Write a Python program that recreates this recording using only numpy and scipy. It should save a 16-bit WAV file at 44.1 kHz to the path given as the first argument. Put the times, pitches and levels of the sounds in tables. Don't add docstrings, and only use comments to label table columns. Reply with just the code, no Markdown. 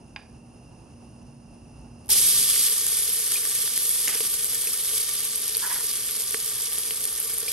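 import sys
import numpy as np
from scipy import signal
from scipy.fft import rfft, irfft, next_fast_len
from scipy.io import wavfile

SR = 44100
rng = np.random.default_rng(int(sys.argv[2]) if len(sys.argv) > 2 else 0)


def bounce(signal):
    frames = np.transpose(np.atleast_2d(signal))
    limited = np.clip(frames, -1, 1)
    pcm = np.round(limited * 32767).astype(np.int16)
    wavfile.write(sys.argv[1], SR, pcm)


N = 331632
SIZE = next_fast_len(N + 8192)
HZ = np.fft.rfftfreq(SIZE, 1 / SR)

# (time [s], fizz above 7 kHz [dB], body 2-7 kHz [dB])
SIZZLE_LEVELS = [(2.0905, -25, -28), (2.099, -22, -24), (2.102, -16, -17.5), (2.132, -15, -18),
                 (2.145, -20, -17.5), (2.18, -16, -16.5), (2.2, -17, -18), (2.56, -20.5, -19.5),
                 (2.63, -17.5, -18.5), (2.672, -18.5, -18.5), (2.69, -21.5, -23), (2.78, -22.5, -23.5),
                 (3.5, -24, -26), (3.76, -24.5, -23.5), (3.89, -20.5, -26.5), (4.05, -23.5, -25),
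                 (4.3, -24.5, -26.5), (4.85, -25, -27), (4.95, -23, -24.5), (5.08, -26.5, -26),
                 (6.16, -27, -27.5), (7.2, -27.5, -30), (7.38, -26.5, -31.5), (7.44, -31, -31),
                 (7.478, -32, -31), (7.484, -25, -26), (7.52, -26.5, -25)]
# (frequency [Hz], relative level [dB])
SIZZLE_EQ = [(150, -54.5), (400, -22.5), (700, -29), (1400, -22.5), (2000, -21.5), (2750, -18), (3050, -15),
             (3600, -15.5), (5200, -9.5), (7500, -11.5), (9000, -6.5), (10400, 1.5), (11600, -5),
             (12600, -15), (14000, -28), (16000, -26.5)]
# (frequency [Hz], width [Hz], boost [dB])
POT_MODES = [(447, 38, 13), (1168, 24, 11.5), (3395, 560, 3.5), (4740, 45, 6), (1820, 40, 6.5),
             (2230, 30, 7.5), (2427, 18, 0.5)]
# (time [s], shrill click [dB], body [dB])
OIL_SPITS = [(2.047, -46, -44), (2.059, -35, -42), (2.0685, -36, -46), (2.0815, -31, -40),
             (2.134, -12, -28), (2.1564, -13, -28), (2.2145, -11, -26), (2.2842, -5, -19),
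             (2.578, -12, -18), (2.666, -12, -20), (2.8656, -7, -14), (2.9906, -14, -28),
             (3.2374, -17, -23), (3.4523, -8, -17), (3.7758, -8, -28), (3.8922, -5, -24),
             (4.0664, -20, -27), (4.0806, -9, -15), (4.138, -16, -26), (4.2078, -10, -25),
             (4.251, -20, -16), (4.2657, -13, -18), (4.305, -15, -26), (4.3151, -13, -25),
             (4.4443, -8, -23), (4.7745, -12, -28), (4.9326, -14, -25), (4.9514, -15, -23),
             (5.0305, -19, -20), (5.2045, -15, -21), (5.3577, -7, -27), (5.3777, -16, -26),
             (5.3797, -11, -26), (5.4545, -17, -27), (5.4799, -7, -21), (5.4945, -18, -17),
             (5.5493, -12, -28), (5.5688, -3, -25), (5.5784, -9, -27), (5.6745, -13, -28),
             (5.7233, -16, -28), (5.7852, -15, -22), (5.841, -14, -23), (5.8625, -18, -24),
             (5.9129, -17, -24), (5.9695, -12, -23), (6.0396, -16, -27), (6.1094, -16, -21),
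             (6.152, -18, -26), (6.2007, -19, -26), (6.2377, -14, -24), (6.263, -17, -26),
             (6.3085, -13, -18), (6.3438, -13, -28), (6.4063, -18, -28), (6.5544, -20, -28),
             (6.6368, -15, -25), (6.7236, -14, -28), (6.784, -9, -25), (6.8158, -17, -26),
             (6.8538, -17, -29), (6.9072, -13, -24), (6.981, -19, -28), (7.0529, -7, -32),
             (7.0767, -18, -28), (7.201, -7, -32), (7.3018, -16, -17), (7.335, -14, -26),
             (7.3408, -12, -22), (7.3826, -6, -32), (7.5172, -12, -18)]
# (time [s], note level [dB], pitch
# [Hz], t60 [s], low pot ring [dB])
RINGING_POPS = [(2.092, -34, 864, 0.064, -45), (2.155, -41, 830, 0.059, -53),
                (2.5608, -21, 1980, 0.005, -42), (2.561, -18, 3500, 0.004, -55),
                (2.8652, -4, 7100, 0.0053, -55), (3.356, -23.5, 2460, 0.046, -46),
                (3.431, -28, 2000, 0.0055, -50), (3.452, -27, 1810, 0.0077, -44),
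                (3.676, -29, 1800, 0.004, -50), (3.775, -23, 2100, 0.0051, -41),
                (4.076, -17, 1990, 0.0063, -59), (4.08, -17, 2810, 0.006, -40),
                (4.0805, -6, 6800, .005, -55), (4.0915, -24, 2000, .006, -50), (4.152, -7, 5600, 0.005, -31),
                (4.2045, -17.5, 2900, 0.003, -26.5), (4.671, -25, 2550, 0.023, -55),
                (4.932, -27, 3000, 0.0094, -35), (5.546, -11, 4400, 0.003, -54),
                (5.55, -8, 4600, 0.0027, -51), (5.561, -31, 2490, .023, -42),
                (6.3435, -19, 2000, 0.0028, -27), (6.9073, -12.5, 3150, 0.004, -38),
                (6.9075, -23, 1950, 0.005, -55), (7.29, -28, 2800, 0.004, -50),
                (7.333, -33, 2220, 0.008, -38), (7.428, -40, 2500, .004, -34),
                (7.4795, -24, 2390, 0.028, -37)]
# (start [s], length [s], attack [s], level [dB], centre [Hz], width [Hz],
# hollow note against the stroke [dB])
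SPOON_STROKES = [(4.073, 0.11, 0.005, -35, 2350, 1810, -22), (5.619, 0.073, 0.026, -35.5, 1610, 454, -3),
                 (5.69, 0.054, 0.024, -38, 1780, 600, 1.5), (5.732, 0.088, 0.033, -40, 1730, 800, -4)]
# (frequency [Hz], relative level [dB], t60 [s])
TICK_RING = [(856, -13, 0.04), (1000, -4, .012), (1707, -9, 0.035), (1800, -4, .01), (2230, 2, 0.009),
             (2433, -14, 0.05), (2560, 7.5, 0.007), (3350, -14, .02), (3750, -9, 0.012),
             (4870, -2.5, 0.013), (6500, -20, .008)]
# (frequency [Hz], relative level [dB])
FLAME_EQ = [(20, -22), (35, -13), (50, -2.5), (128, -1.5), (247, -0.5), (456, -9.5), (840, -12),
            (2100, -34.5), (2710, -36.5), (3410, -38), (4990, -34.5), (7900, -40), (9440, -31),
            (10400, -35.5), (12000, -51), (16000, -111)]
# (frequency [Hz], width [Hz], boost [dB])
FLAME_BANDS = [(55.6, 20, 10), (124.3, 22.4, 9.4), (2735, 94, 23.9), (5070, 210, 15.3), (5840, 260, 14),
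               (6700, 330, 13), (9680, 440, 15)]
# (time [s], level [dB])
FLAME_LEVELS = [(0, -47.5), (2.35, -47.5), (2.7, -55), (7.52, -56)]
# (frequency [Hz], likeness [0-1])
POT_LIKENESS = [(60, .98), (300, .9), (480, .96), (750, .62), (1400, .62), (2300, .85), (3400, .8),
                (5000, .5), (7200, .5), (8400, .93), (10300, .99), (12300, .93), (13500, .5), (14600, .9)]
# (frequency [Hz], likeness [0-1])
FLAME_LIKENESS = [(60, .985), (130, .97), (250, .86), (480, .55), (900, .7), (1300, .25), (2700, .75),
                  (3500, .5), (6000, .8), (9500, .93)]
# (frequency [Hz], left lead [rad])
PORT_PHASE = [(300, -.15), (900, -.6), (1300, -.6), (1900, .5), (3000, -.7), (7800, -1.1), (8500, 0),
              (9100, .7), (10330, np.pi), (11700, 5.9), (12400, 2 * np.pi), (13800, 3 * np.pi),
              (14400, 4 * np.pi)]
# (frequency [Hz], left minus right [dB])
PORT_BALANCE = [(60, -0.5), (110, -0.5), (200, -3), (380, -0.5), (700, -3), (1290, -7), (2380, -3.5),
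                (4400, -2.5), (8120, -0.5), (15000, 0.5)]

LANDING_S = SIZZLE_LEVELS[0][0]
FIZZ_SPLIT_HZ = 7000


def frying(pot_tone, bubbles_per_band_s=500):
    spectrum, power = 0, 0
    clumps_db = 1.74 * wobble(29)
    for hz in np.geomspace(500, 13000, num=8):
        smallness = np.log(hz / 200) / np.log(13000 / 200)
        strength_db = 2.8 * smallness * np.minimum(rng.exponential(1, N), 3)
        strength_db = strength_db + clumps_db + 1.04 * smallness * wobble(41)
        triggers = amp(strength_db) * (rng.random(N) < bubbles_per_band_s / SR) * rng.choice([-1, 1], N)
        bubble = rfft(ring(hz, t60=6 / hz, attack=0.76 / hz), SIZE)
        bubble /= abs(bubble).max()
        spectrum = spectrum + rfft(unit_rms(triggers), SIZE) * bubble
        power = power + abs(bubble) ** 2
    bursts = unit_rms(irfft(spectrum / np.sqrt(power) * pot_tone, SIZE)[:N])
    hiss = unit_rms(filtered(rng.standard_normal((3, N)) * amp(0.25 * clumps_db), pot_tone))
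    bursts = np.vstack([bursts, pot_reflections(bursts)])
    fizz_db, body_db = envelope(SIZZLE_LEVELS, 1), envelope(SIZZLE_LEVELS, 2)
    burst_share = np.clip(.26 - .033 * (fizz_db + 20), 0, 1)
    texture = np.sqrt(burst_share) * bursts + np.sqrt(1 - burst_share) * hiss
    lows, fizz = crossover(texture, FIZZ_SPLIT_HZ)
    hum, body = crossover(lows, 1900)
    hum_db = -25.5 + 0.2 * (fizz_db + 26)
    landed = np.arange(N) / SR > LANDING_S
    sizzle = landed * (amp(hum_db) * hum + amp(body_db) * body + amp(fizz_db) * fizz)
    return ports(sizzle[0], sizzle[1:], POT_LIKENESS)


def spits(pot_tone, small_per_s=22, attack_s=.0003, spray_db=-21, spray_t60=.008):
    impulse = irfft(pot_tone, SIZE)[:1500]
    body, shrill = (part / abs(part).max() for part in crossover(impulse, FIZZ_SPLIT_HZ))
    _, shrill = crossover(shrill, 5000)
    shrill *= np.minimum(np.arange(len(shrill)) / SR / attack_s, 1)
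    shrill /= abs(shrill).max()
    frying_s = N / SR - LANDING_S
    draws = rng.random((round(small_per_s * frying_s), 3))
    small_times = LANDING_S + frying_s * draws[:, 0]
    small_db = [-21, -25] + (2 * draws[:, 1:] - 1) * [4, 8]
    out = np.zeros(N)
    for start, shrill_db, body_db in [*OIL_SPITS, *np.column_stack([small_times, small_db])]:
        click = amp(shrill_db) * shrill + amp(body_db) * body
        spray = amp(spray_db - 60 * np.arange(400) / SR / spray_t60) * rng.standard_normal(400)
        spray[0] = 1
        add(out, start + 0.00091, np.convolve(click, spray))
    return out


def pops():
    out = np.zeros(N)
    hollow = ring(POT_MODES[0][0], t60=0.055) + .22 * ring(POT_MODES[1][0], t60=0.05)
    for start, db, hz, t60, hollow_db in RINGING_POPS:
        note = ring(hz, max(t60, .002), attack=0.0008)
        snap = ring(hz, t60=4 / hz, attack=.0002)
        snap_db = db + 3 - 4 * np.log2(hz * t60 / 16)
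        add(out, start + 0.00102, amp(db) * note + amp(snap_db) * snap + amp(hollow_db) * hollow)
    return out


def steam_rush(start_s=2.1, length_s=.042, level_db=-27):
    count = round(length_s * SR)
    sputter = rng.standard_normal(SR // 4)[:count] * amp(3 * wobble(150)[-count:])
    jet = bandpass(sputter, hz=5300, width_hz=1300)
    out = np.zeros(N)
    add(out, start_s, amp(level_db) * jet * signal.windows.tukey(count, .3))
    return out


def spoon_scrapes(swell_db=9):
    out = np.zeros(N)
    for start, length, attack, db, hz, width_hz, note_db in SPOON_STROKES:
        t = np.arange(0, length, 1 / SR)
        stroke_db = np.interp(t, [0, attack, length], [db - swell_db, db, db - swell_db])
        grain, force, catch = rng.standard_normal((SR // 4, 3))[:len(t)].T
        slips = grain * (.3 + amp(4 * force) * (catch > 1.8))
        rasp = bandpass(slips, hz, width_hz)
        note = amp(note_db) * bandpass(slips, hz=990, width_hz=140)
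        add(out, start, amp(stroke_db) * (rasp + note) * signal.windows.tukey(len(t), .1))
    return out


def tick(start_s=.1616, gain_db=-22.5, room_t60=0.36):
    tap = sum(amp(db) * ring(hz, t60, attack=.0012) for hz, db, t60 in TICK_RING)
    t = np.arange(SR // 4) / SR
    room = 0.011 * rng.standard_normal(len(t)) * amp(-60 * t / room_t60)
    room[0] = 1
    out = np.zeros(N)
    add(out, start_s, amp(gain_db) * signal.fftconvolve(tap, room))
    return out


def burner(hum_hz=236, waver_hz=.4, hum_db=-7):
    flutter = rng.standard_normal((3, N)) * amp(.8 * wobble(8))
    level_db = envelope(FLAME_LEVELS, 1)
    roar = unit_rms(filtered(flutter, resonant_eq(FLAME_EQ, FLAME_BANDS))) * amp(level_db)
    hum = np.sin(2 * np.pi * np.cumsum(hum_hz + waver_hz * wobble(4)) / SR)
    roar[0] += hum * amp(level_db + hum_db + 3 * wobble(2.5))
    return ports(roar[0], roar[1:], FLAME_LIKENESS)


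def pot_reflections(x, t60=.009, hop=256):
    count = N // hop + 2
    blocks = np.pad(x, (hop, (count + 1) * hop - N - hop)).reshape(-1, hop)
    window = np.sin(np.pi * np.arange(2 * hop) / (2 * hop))
    grains = np.hstack([blocks[:-1], blocks[1:]]) * window
    taps = rng.standard_normal((count, 2, hop)) * amp(-60 * np.arange(hop) / SR / t60)
    taps /= np.linalg.norm(taps, axis=2, keepdims=True)
    echoes = irfft(rfft(grains, 4 * hop)[:, None] * rfft(taps, 4 * hop))
    out = np.zeros((2, count + 2, hop))
    for k in range(3):
        out[:, k:k + count] += echoes[..., k * hop:(k + 1) * hop].transpose(1, 0, 2)
    return out.reshape(2, -1)[:, hop:N + hop]


def ports(shared, own, likeness, spread=0.88):
    share = np.clip(over_bins(likeness), 0, 1) ** spread
    side = np.array([[.5], [-.5]])
    phase = np.exp(1j * side * over_bins(PORT_PHASE))
    heard = np.sqrt(share) * phase * rfft(shared, SIZE) + np.sqrt(1 - share) * rfft(own, SIZE)
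    return irfft(heard * amp(side * over_bins(PORT_BALANCE)), SIZE)[:, :N]


def resonant_eq(points, peaks):
    lift = 1 + sum(amp(db) ** 2 / (1 + (2 * (HZ - hz) / width) ** 2) for hz, width, db in peaks)
    magnitude = amp(np.maximum(over_bins(points), -100)) * np.sqrt(lift)
    cepstrum = irfft(np.log(magnitude), SIZE)
    cepstrum[1:SIZE // 2] *= 2
    return np.exp(rfft(cepstrum[:SIZE // 2 + 1], SIZE))


def ring(hz, t60, attack=0.0011, length=.15):
    t = np.arange(round(length * SR)) / SR
    return np.sin(2 * np.pi * hz * t) * amp(-60 * t / t60) * np.minimum(t / attack, 1)


def wobble(rate_hz):
    lowpass = signal.butter(2, rate_hz, fs=SR, output="sos")
    return unit_rms(signal.sosfilt(lowpass, rng.standard_normal(N)))


def bandpass(x, hz, width_hz):
    carrier = np.exp(2j * np.pi * np.cumsum(np.full(len(x), hz)) / SR)
    baseband = signal.lfilter(*signal.butter(2, width_hz / 2, fs=SR), x / carrier)
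    return unit_rms((carrier * baseband).real)


def crossover(x, hz):
    low = filtered(x, 1 / (1 + (HZ / hz) ** 4))[..., :x.shape[-1]]
    return low, x - low


def filtered(x, response):
    return irfft(rfft(x, SIZE) * response, SIZE)[..., :N]


def over_bins(points):
    hz, value = np.transpose(points)
    return np.interp(np.log(HZ + 1), np.log(hz), value)


def envelope(rows, column):
    columns = np.transpose(rows)
    return np.interp(np.arange(N) / SR, columns[0], columns[column])


def add(mix, start_s, sound):
    part = mix[round(start_s * SR):][:len(sound)]
    part += sound[:len(part)]


def amp(db):
    return 10 ** (np.asarray(db) / 20)


def unit_rms(x):
    return x / np.sqrt(np.mean(x ** 2) + 1e-20)


def scene():
    pot_tone = resonant_eq(SIZZLE_EQ, POT_MODES)
    one_shots = spits(pot_tone) + pops() + spoon_scrapes() + tick() + steam_rush()
    sizzle = frying(pot_tone)
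    accents = ports(one_shots, pot_reflections(one_shots), POT_LIKENESS, spread=0.45)
    return sizzle + accents + burner()


def record(dry):
    high_cut = signal.firwin(511, 15800, window=("kaiser", 9), fs=SR)
    return signal.oaconvolve(dry, high_cut[None], "same")


dry = scene()
out = record(dry)
bounce(out)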